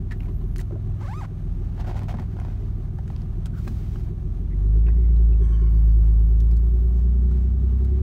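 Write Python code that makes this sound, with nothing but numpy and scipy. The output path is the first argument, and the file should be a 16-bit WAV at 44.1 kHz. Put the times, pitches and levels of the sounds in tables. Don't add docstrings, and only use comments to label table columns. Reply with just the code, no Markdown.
import sys
import numpy as np
from scipy import signal
from scipy.fft import rfft, irfft, next_fast_len
from scipy.io import wavfile
from scipy.ndimage import map_coordinates

SR = 44100
rng = np.random.default_rng(int(sys.argv[2]) if len(sys.argv) > 2 else 0)


def digitize_waveform(pressure):
    field = np.atleast_2d(pressure).T
    bounded = np.clip(field, -1, 1)
    quanta = np.round(bounded * 32767).astype(np.int16)
    wavfile.write(sys.argv[1], SR, quanta)


N = 353682
T = np.arange(N) / SR
BAND_LIMIT_HZ = 15830


def amp(db):
    return 10 ** (np.asarray(db) / 20)


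def unit(x):
    return x / np.sqrt(np.mean(x ** 2) + 1e-20)


def follow(rows, t=T):
    times, *columns = np.transpose(rows)
    return [np.interp(t, times, column) for column in columns]


def gain_at(spectrum, hz):
    knots_hz, db = np.transpose(spectrum)
    return np.interp(np.log(hz + 1), np.log(knots_hz + 1), db)


def lift_at(resonances, hz):
    return sum(db * np.exp(-((hz - centre) / half_width) ** 2) for centre, half_width, db in resonances)


def colour(x, spectrum, tilt_db=0):
    size = next_fast_len(len(x))
    hz = np.fft.rfftfreq(size, 1 / SR)
    gain = amp(gain_at(spectrum, hz) + tilt_db * np.log2(np.maximum(hz, 300)))
    return unit(irfft(rfft(x, size) * gain, size)[:len(x)])


def wander(per_s, t=T):
    knots, coarse = rng.standard_normal(4096), t[::32]
    curve = map_coordinates(knots, [coarse * per_s], order=3, mode="wrap")
    return unit(np.interp(t, coarse, curve))


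def resonate(x, hz, width_hz):
    carrier = np.exp(2j * np.pi * np.cumsum(hz * np.ones(len(x))) / SR)
    r = np.exp(-np.pi * width_hz / SR)
    return 2 * (carrier * signal.lfilter([(1 - r) ** 2], [1, -2 * r, r * r], x / carrier + 1e-18)).real


def damp(x, t60):
    fade = 1e-3 ** (np.arange(len(x)) / SR / t60)
    return unit(x * fade) * np.sqrt(np.mean(fade ** 2))


def gate(t, length_s, rise_s, fall_s):
    return np.clip(np.minimum(t / rise_s, (length_s - t) / fall_s), 0, 1)


def add(mix, start_s, sound):
    part = mix[max(round(start_s * SR), 0):][:len(sound)]
    part += sound[:len(part)]


# time_s, pitch_hz
IDLE_PITCH = [(0.1, 102.1), (.8, 104.5), (1.48, 102.6), (1.95, 102.0), (3.0, 99.3), (3.45, 102.1),
              (4.0, 104.1), (4.3, 104.5)]
# time_s, firing_rate_hz
GEAR_RATE = [(4.5, 46.2), (4.66, 50.5), (4.82, 54.1), (5.0, 57.1), (5.31, 54.6), (6.21, 53.4), (7.64, 63.7),
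             (7.71, 63.1), (8.02, 68.3)]
def firing_rate():
    idle = [(time_s, hz * 2 / 5) for time_s, hz in IDLE_PITCH]
    return follow(idle + list(GEAR_RATE))[0]


# time_s, state (0 idle, 1 creeping, 2 pulling away)
ENGINE_LOAD = [(4.38, 0.23), (4.76, 0.92), (6.55, 1), (7.2, 2)]
def by_load(state_db):
    return amp(np.interp(follow(ENGINE_LOAD)[0], [0, 1, 2], state_db))


# centre_s, half_width_s, depth_db
BASS_DIPS = [(.75, 0.1, -6.5), (1.3, 0.2, -7.5)]
def bass_dips():
    return amp(sum(db * np.exp(-((T - centre) / half_width) ** 2) for centre, half_width, db in BASS_DIPS))


# crank_multiple, idle_db, creeping_db, pulling_db
CRANK_ORDERS = [(3.0, -34, -14.5, -17), (3.5, -52, -41.5, -40), (4.0, -41, -48.5, -46),
                (4.5, -34.5, -39, -37.5), (5.0, -39.5, -47.5, -55.5), (5.5, -44, -52.5, -54),
                (6.0, -38.5, -37, -39.5), (7.5, -39.5, -46, -40.5), (9.0, -50.5, -36.5, -41.5),
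                (10.5, -43.5, -52.5, -40.5), (12.0, -42, -55, -51.5), (13.0, -54, -66.5, -62.5),
                (13.5, -54, -65.5, -64), (15.0, -51, -61, -62), (16.5, -53, -64, -56.5),
                (18.0, -52, -64, -62), (19.5, -60.5, -58.5, -58), (26.5, -67, -81, -72.5)]
# centre_hz, half_width_hz, lift_db
AIR_MODES = [(102, 9, 9), (149, 10, 5), (370, 14, 12)]
def exhaust(firings, waver_db=1.95, waver_per_s=4, smear_rad=0.1, boom_hz=59.8, past_db_per_hz=-0.19):
    unsteady = np.interp(follow(ENGINE_LOAD)[0], [0, 1], [1, 0.57])
    out, rate = np.zeros(N), firing_rate()
    for multiple, *state_db in CRANK_ORDERS:
        per_firing = multiple / 3
        hz = per_firing * rate
        size = by_load(state_db) * amp(lift_at(AIR_MODES, hz) + waver_db * unsteady * wander(waver_per_s))
        size *= np.where(hz < 75, bass_dips(), 1)
        phase = 2 * np.pi * (per_firing * firings + rng.random())
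        out += np.sqrt(2) * size * np.cos(phase + smear_rad * unsteady * wander(waver_per_s))
    return amp(past_db_per_hz * np.maximum(rate - boom_hz, 0)) * out


# strength_db, lag_firings
FIRING_ORDER = [(0, .05), (-8, .13), (-11, .05), (-8, .12), (-8, .06), (-5, .13)]
# centre_hz, width_hz, level_db
CABIN_MODES = [(214.2, 14, -5), (260, 48, -18), (309, 6.5, -6), (362.9, 31, 5), (410.8, 22, -4.5)]
# frequency_hz, gain_db
RUMBLE_SPECTRUM = [(15, -25), (26, -11.5), (42, 0), (70, -1), (118, -8.5), (150, -4.5), (200, -12.5),
                   (270, -19), (400, -23), (470, -44.5), (900, -70.5)]
def firing_pulses(firings, thud_db=(-53, -48.5, -48), rumble_db=(-34.5, -35.5, -34), lope=0.4):
    strength_db, lag = np.transpose(FIRING_ORDER)
    firing = np.arange(int(firings[-1]) + 1)
    cylinder = firing % len(FIRING_ORDER)
    blow_db = strength_db[cylinder]
    arrivals = np.searchsorted(firings, firing + lag[cylinder])
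    blows = np.zeros(N)
    blows[np.minimum(arrivals, N - 1)] = amp(blow_db)
    thuds = sum(amp(db) * unit(resonate(blows, hz, width)) for hz, width, db in CABIN_MODES)
    puffs = amp(lope * blow_db[firings.astype(int)]) * np.exp(-(firings % 1))
    rumble = colour(puffs * rng.standard_normal(N), RUMBLE_SPECTRUM)
    return by_load(thud_db) * unit(thuds) + by_load(rumble_db) * bass_dips() * rumble


def chuff(firings, hz=370, width_hz=150, sharpness=0.98, uneven_db=3.5, state_db=(-56.5, -51.5, -55)):
    cycles = firings / len(FIRING_ORDER)
    swell = np.exp(sharpness * np.cos(2 * np.pi * cycles)) * amp(uneven_db * wander(6.7))
    breath = resonate(rng.standard_normal(N), hz, width_hz)
    return by_load(state_db) * unit(swell * resonate(breath, hz, width_hz))


# frequency_hz, gain_db
BAY_SPECTRUM = [(200, -1), (480, -1), (700, 1), (950, -4.5), (1200, -4.5), (1600, -11), (2400, -16),
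                (4000, -20), (5000, -25.5), (6300, -23), (7400, -30), (9000, -26.5), (10500, -36),
                (12000, -28.5), (15500, -34.5)]
def machinery(firings, level_db=-56.5, throb=0.12, flutter_db=1.0):
    swell = (1 + throb * np.cos(2 * np.pi * firings)) * amp(flutter_db * wander(25))
    return amp(level_db) * colour(swell * rng.standard_normal(N), BAY_SPECTRUM)


# start_s, level_db, ring_hz, treble_db, t60_s
TRIM_CLICKS = [(0.110, -38.5, 1859, -23, 0.07), (0.12, -43.5, 1866, -9.5, 0.042),
               (0.205, -44.5, 2220, -20, .018), (.232, -52, 2170, -14, 0.021),
               (0.258, -54, 2035, -12, 0.013), (0.284, -51, 1060, -24, 0.056),
               (0.414, -53, 1131, -27, 0.052), (0.561, -37.5, 1830, -8, 0.005),
               (0.566, -58, 4220, 12, .006), (0.5827, -56, 4024, 16, .005), (0.584, -51, 4500, 5, .006),
               (0.592, -44, 1850, -17, 0.04), (0.602, -53, 1860, 2, 0.018), (0.612, -44.5, 623, -4, 0.018),
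               (2.4, -41, 1490, -15, 0.011), (3.078, -50, 1100, -6, 0.018), (3.163, -45.5, 3770, -21, .008),
               (3.219, -54, 4000, -8, 0.0075), (3.458, -46.5, 3050, 1.5, 0.015),
               (3.466, -50.5, 1470, -4, 0.031), (3.678, -55.5, 1120, 6, 0.049),
               (4.866, -50, 2510, -19, 0.023), (5.164, -56.5, 3580, -11, .012),
               (6.403, -58, 3200, 5.5, 0.022), (6.513, -60.5, 2410, 3.5, .025),
               (6.535, -63.5, 3920, -1, .02), (6.568, -61, 4360, 2, 0.036),
               (7.313, -52.5, 1220, -15, 0.044), (7.847, -55.5, 1060, -3, .035)]
# frequency_hz, gain_db
KNOCK_SPECTRUM = [(300, -15), (900, 2), (2400, -3), (5000, -16.5), (15000, -37.5)]
# frequency_hz, gain_db
SNAP_SPECTRUM = [(1000, -20.5), (4000, 5.5), (7500, 2.5), (15000, -8.5)]
def clicks(modes=9, rattle_db=3, rattle_per_s=400):
    out, t = np.zeros(N), np.arange(SR // 6) / SR
    for start_s, db, hz, treble_db, t60 in TRIM_CLICKS:
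        noise = rng.standard_normal((3, len(t)))
        pitches = hz + 10.5 / t60 * rng.uniform(-1, 1, modes)
        cluster = rng.standard_normal(modes) @ np.sin(2 * np.pi * np.outer(pitches, t))
        ring = amp(2) * damp(cluster, t60)
        knock = amp(-0.58 + 0.21 * treble_db) * damp(colour(noise[0], KNOCK_SPECTRUM), 1.5 * t60)
        rattle = amp(rattle_db * wander(rattle_per_s, t))
        snap = amp(1.5 + treble_db) * damp(colour(noise[1], SNAP_SPECTRUM) * rattle, 1.1 * t60)
        crack = amp(5 + treble_db) * damp(colour(noise[2], SNAP_SPECTRUM), t60=0.004)
        add(out, start_s, amp(db) * (ring + knock + snap + crack))
    return out


# start_s, length_s, level_db, top_band_hz
FLUID_FIZZES = [(.14, 0.561, -72.5, 13700), (5.654, 1.3, -68.5, 15540)]
# frequency_hz, gain_db
FIZZ_SPECTRUM = [(6000, -43.5), (10000, -7), (13000, -6), (15300, -2)]
def fizz(sag_hz_per_s=1400, spacing_hz=1150, patchy_db=3.5, fade_db_per_s=-3):
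    out = np.zeros(N)
    for start_s, length_s, db, top_hz in FLUID_FIZZES:
        t = np.arange(0, length_s, 1 / SR)
        bands = np.zeros(len(t))
        for k in range(3):
            hz = top_hz - k * spacing_hz - sag_hz_per_s * t
            patches = amp(patchy_db * wander(22, t))
            bands += patches * resonate(rng.standard_normal(len(t)), hz, width_hz=1300)
        hiss = unit(colour(rng.standard_normal(len(t)), FIZZ_SPECTRUM) + amp(1) * unit(bands))
        envelope = amp(db + fade_db_per_s * t) * gate(t, length_s, rise_s=0.04, fall_s=0.06)
        add(out, start_s, envelope * hiss)
    return out


# frequency_hz, gain_db
LEATHER_SPECTRUM = [(120, -15.5), (320, 7), (470, -4.5), (660, 8), (950, 1.5), (1300, -3), (2000, -5.5),
                    (3000, -11), (6000, -18), (10000, -29.5), (15500, -28.5)]
def friction(t, tilt_db):
    pressure = amp(1.2 * wander(60, t))
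    return unit(colour(rng.standard_normal(len(t)), LEATHER_SPECTRUM, tilt_db) * pressure)


# start_s, length_s, level_db
SEAT_CREAKS = [(0.191, 0.13, -60), (1.76, 0.31, -47.5), (2.09, 0.16, -49.5), (2.349, 0.19, -56.5)]
def creaks(slips_per_s=75, uneven=0.4, spread_db=4, decay_slips=0.25, drag_db=-5):
    out = np.zeros(N)
    for start_s, length_s, db in SEAT_CREAKS:
        t = np.arange(0, length_s, 1 / SR)
        slips = np.cumsum(slips_per_s * np.exp(uneven * wander(slips_per_s, t))) / SR
        size = amp(spread_db * rng.uniform(-1, 1, 256))[slips.astype(int)]
        force = unit(size * np.exp(-(slips % 1) / decay_slips)) + amp(drag_db)
        weight = np.sin(np.pi * t / length_s) ** 0.58
        add(out, start_s, amp(db) * unit(weight * force * friction(t, tilt_db=-2)))
    return out


# start_s, length_s, level_db, tilt_db_per_octave
HAND_SLIDES = [(.585, 0.034, -48.5, 5), (1.552, 0.55, -60.5, 0), (2.22, 0.55, -58.5, 0.5),
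               (3.02, 0.26, -63, 2), (3.534, 0.29, -57, 5), (3.731, 0.35, -59, 4), (6.929, .12, -65.5, 7),
               (7.272, 0.22, -62, 2), (7.7, 0.5, -61.5, -0.5)]
def slides():
    out = np.zeros(N)
    for start_s, length_s, db, tilt_db in HAND_SLIDES:
        t = np.arange(0, length_s, 1 / SR)
        swell = np.sin(np.pi * t / length_s) ** 0.51
        add(out, start_s, amp(db) * swell * friction(t, tilt_db))
    return out


# start_s, level_db, pitch_hz, t60_s
PADDED_BUMPS = [(0.708, -38, 575, 0.051), (0.721, -32.5, 322, 0.18), (0.738, -43, 396, .06),
                (.756, -40, 605, 0.083), (1.87, -39, 240, 0.15), (2.139, -30, 167, 0.2),
                (2.187, -34, 212, 0.13), (3.671, -31.5, 225, 0.18), (4.876, -33.5, 358, 0.099)]
def bumps(noise_db=4, overtone_ratio=1.85, overtone_db=-11):
    out, t = np.zeros(N), np.arange(SR // 4) / SR
    for start_s, db, hz, t60 in PADDED_BUMPS:
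        push = rng.standard_normal(len(t))
        thud = unit(np.sin(2 * np.pi * hz * t)) + amp(noise_db) * unit(resonate(push, hz, width_hz=110))
        hollow = damp(resonate(push, hz * overtone_ratio, width_hz=500), t60=0.033)
        add(out, start_s, amp(db) * (damp(thud, t60) + amp(overtone_db) * hollow))
    return out


# time_s, slip_rate_hz, roughness (0 to 1)
SQUEAK_GLIDE = [(0.996, 380, .9), (1.018, 410, 0.56), (1.039, 610, 0.4), (1.061, 540, 0.4),
                (1.076, 610, 0.4), (1.088, 770, 0.3), (1.126, 890, .2), (1.146, 1150, 0.08),
                (1.185, 1270, .14), (1.203, 1225, 0), (1.224, 820, .8), (1.262, 420, 1)]
# frequency_hz, gain_db
SQUEAK_SPECTRUM = [(400, -4), (750, 6), (1150, 5), (1700, -4.5), (2500, -18), (3500, -20.5), (7500, -25.5),
                   (11000, -34), (15500, -37)]
# centre_hz, half_width_hz, lift_db
SQUEAK_FORMANTS = [(2080, 130, 9), (2650, 140, 7)]
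# centre_hz, width_hz, level_db
GRIT_MODES = [(880, 300, 5), (2080, 190, 5), (2660, 130, -14), (4350, 500, -10)]
def squeak(top_hz=1280, top_db=-37.5, db_per_octave=6.5, jitter=0.07, scrape_db=-53, ring_db=-55):
    out, t = np.zeros(N), np.arange(SQUEAK_GLIDE[0][0], SQUEAK_GLIDE[-1][0], 1 / SR)
    hz, rough = follow(SQUEAK_GLIDE, t)
    phase = 2 * np.pi * np.cumsum(hz * (1 + jitter * rough * wander(700, t))) / SR
    note = np.zeros(len(t))
    for k in range(1, 20):
        flicker = amp(min(k, 3) * wander(300, t))
        size = amp(gain_at(SQUEAK_SPECTRUM, k * hz) + lift_at(SQUEAK_FORMANTS, k * hz))
        note += flicker * size * (k * hz < BAND_LIMIT_HZ) * np.cos(k * phase)
    note = amp(top_db + db_per_octave * np.log2(hz / top_hz)) * unit(note)
    each_slip = 1 + np.cos(phase)
    scrape = amp(scrape_db) * (0.4 + rough) * unit(each_slip * friction(t, tilt_db=1.5))
    grit = each_slip * rng.standard_normal(len(t))
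    modes = sum(amp(db) * unit(resonate(grit, centre, width)) for centre, width, db in GRIT_MODES)
    ring = amp(ring_db) * rough * unit(modes)
    envelope = gate(t - t[0], t[-1] - t[0], rise_s=0.016, fall_s=0.009)
    add(out, t[0], envelope * (note + scrape + ring))
    return out


# start_s, level_db, ring_hz
LEATHER_POPS = [(1.778, -40, 826), (1.846, -36.5, 750), (1.881, -35, 680), (1.912, -34, 690),
                (1.956, -36, 685), (2.021, -37, 794), (2.141, -31, 800), (2.15, -38, 600),
                (2.187, -34, 795), (2.195, -37, 820), (2.206, -42, 845), (2.227, -40, 774),
                (2.368, -37.5, 697), (2.388, -36, 680), (2.415, -39, 770), (2.45, -36, 764),
                (2.466, -47, 805), (2.484, -39, 680), (2.987, -37.5, 720), (3.102, -37, 780),
                (3.162, -50, 704), (3.677, -32.5, 1124), (3.958, -41, 1230), (4.885, -38, 1080)]
# frequency_ratio, level_db
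POP_MODES = [(.74, -1.5), (1, 3), (1.4, -.5), (2.25, -6)]
def pops(t60=0.025, rasp_db=-6.5, detune=0.087):
    out, t = np.zeros(N), np.arange(SR // 8) / SR
    for start_s, db, hz in LEATHER_POPS:
        detuned_hz = hz * (1 + detune * rng.uniform(-1.3, 1, len(POP_MODES)))
        ring = sum(rng.choice([-1, 1]) * amp(mode_db) * np.sin(2 * np.pi * ratio * base_hz * t)
                   for (ratio, mode_db), base_hz in zip(POP_MODES, detuned_hz))
        rasp = amp(rasp_db) * friction(t, tilt_db=-2)
        add(out, start_s, amp(db) * damp(unit(ring) + rasp, t60))
    return out


# start_s, length_s, level_db, rise_s
CLOTH_RUBS = [(1.785, 0.04, -42.5, 0.018), (1.862, 0.066, -44.5, 0.0097), (1.951, 0.042, -43, .014),
              (2.082, 0.046, -39.5, 0.0027)]
def rubs():
    out = np.zeros(N)
    for start_s, length_s, db, rise_s in CLOTH_RUBS:
        t = np.arange(0, length_s, 1 / SR)
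        add(out, start_s, amp(db) * gate(t, length_s, rise_s, fall_s=0.013) * friction(t, tilt_db=-0.25))
    return out


# start_s, length_s, level_db, pitch_hz
WHEEL_CHIRPS = [(3.533, 0.074, -55, 1330), (4.502, 0.052, -62.5, 2030), (4.866, 0.017, -50.5, 2570),
                (4.872, 0.044, -56, 1900), (4.96, 0.17, -69.5, 2060), (5.327, 0.021, -58, 2640)]
def chirps():
    out = np.zeros(N)
    for start_s, length_s, db, hz in WHEEL_CHIRPS:
        t = np.arange(0, length_s, 1 / SR)
        ring = unit(resonate(rng.standard_normal(len(t)), hz, width_hz=330))
        add(out, start_s, amp(db) * gate(t, length_s, rise_s=0.0054, fall_s=0.02) * ring)
    return out


# centre_hz, width_hz, level_db, hold_s
VALVE_WHISTLES = [(1086, 68, 2.5, 0.23), (1400, 160, -4, .27), (1690, 140, -5, 0.19), (2180, 240, -8, 0.29),
                  (6000, 230, -12.5, .15), (8300, 1100, -12.5, .11)]
def steering(opens_s=5.395, valve_db=-60, whine_db=-5.5, tone_db=-75, flutter_db=1.5):
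    t, flow = np.maximum(T - opens_s, 0), rng.standard_normal(N)

    def held(hold_s, rise_s=0.045, settle_s=0.1, linger_db=-7, fade_db_per_s=-15):
        closing_s = np.maximum(t - hold_s, 0)
        decay = np.maximum(np.exp(-closing_s / settle_s), amp(linger_db + fade_db_per_s * closing_s))
        return np.minimum(t / rise_s, 1) * decay

    whine_hz = 2930 + 460 * np.exp(-t / 0.17) + 35 * wander(50)
    whine = amp(2.5 * wander(50)) * resonate(flow, whine_hz, width_hz=120)
    whine = amp(whine_db) * held(hold_s=0.2) * unit(whine)
    whistles = sum(amp(db) * held(hold_s) * unit(resonate(flow, hz, width))
                   for hz, width, db, hold_s in VALVE_WHISTLES)
    tone = gate(t, length_s=1.15, rise_s=0.2, fall_s=0.95) * unit(resonate(flow, hz=4600, width_hz=190))
    return amp(flutter_db * wander(40)) * (amp(valve_db) * (whine + whistles) + amp(tone_db) * tone)


def reflections(x, wet_db, t60=0.064, count=40):
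    delay_s = rng.uniform(0.001, 0.025, count)
    size = rng.choice([-1, 1], count) * 1e-3 ** (delay_s / t60)
    taps = np.zeros(SR // 20)
    taps[(delay_s * SR).astype(int)] = amp(wet_db) * size / np.linalg.norm(size)
    taps[0] = 1
    return signal.oaconvolve(x, taps / np.linalg.norm(taps))[:N]


def scene():
    firings = np.cumsum(firing_rate()) / SR
    boom = exhaust(firings) + firing_pulses(firings) + chuff(firings)
    under_hood = reflections(machinery(firings) + steering() + fizz(), wet_db=-15)
    leather = rubs() + pops() + creaks() + squeak()
    handling = reflections(leather + clicks() + bumps() + slides() + chirps(), wet_db=-11)
    return (boom + under_hood + handling)[None]


def record(dry):
    taps = signal.firwin(1023, BAND_LIMIT_HZ, window=("kaiser", 9), fs=SR)
    ends = signal.windows.tukey(N, 0.0012)
    return signal.oaconvolve(dry * ends, taps[None], "same")


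dry = scene()
out = record(dry)
digitize_waveform(out)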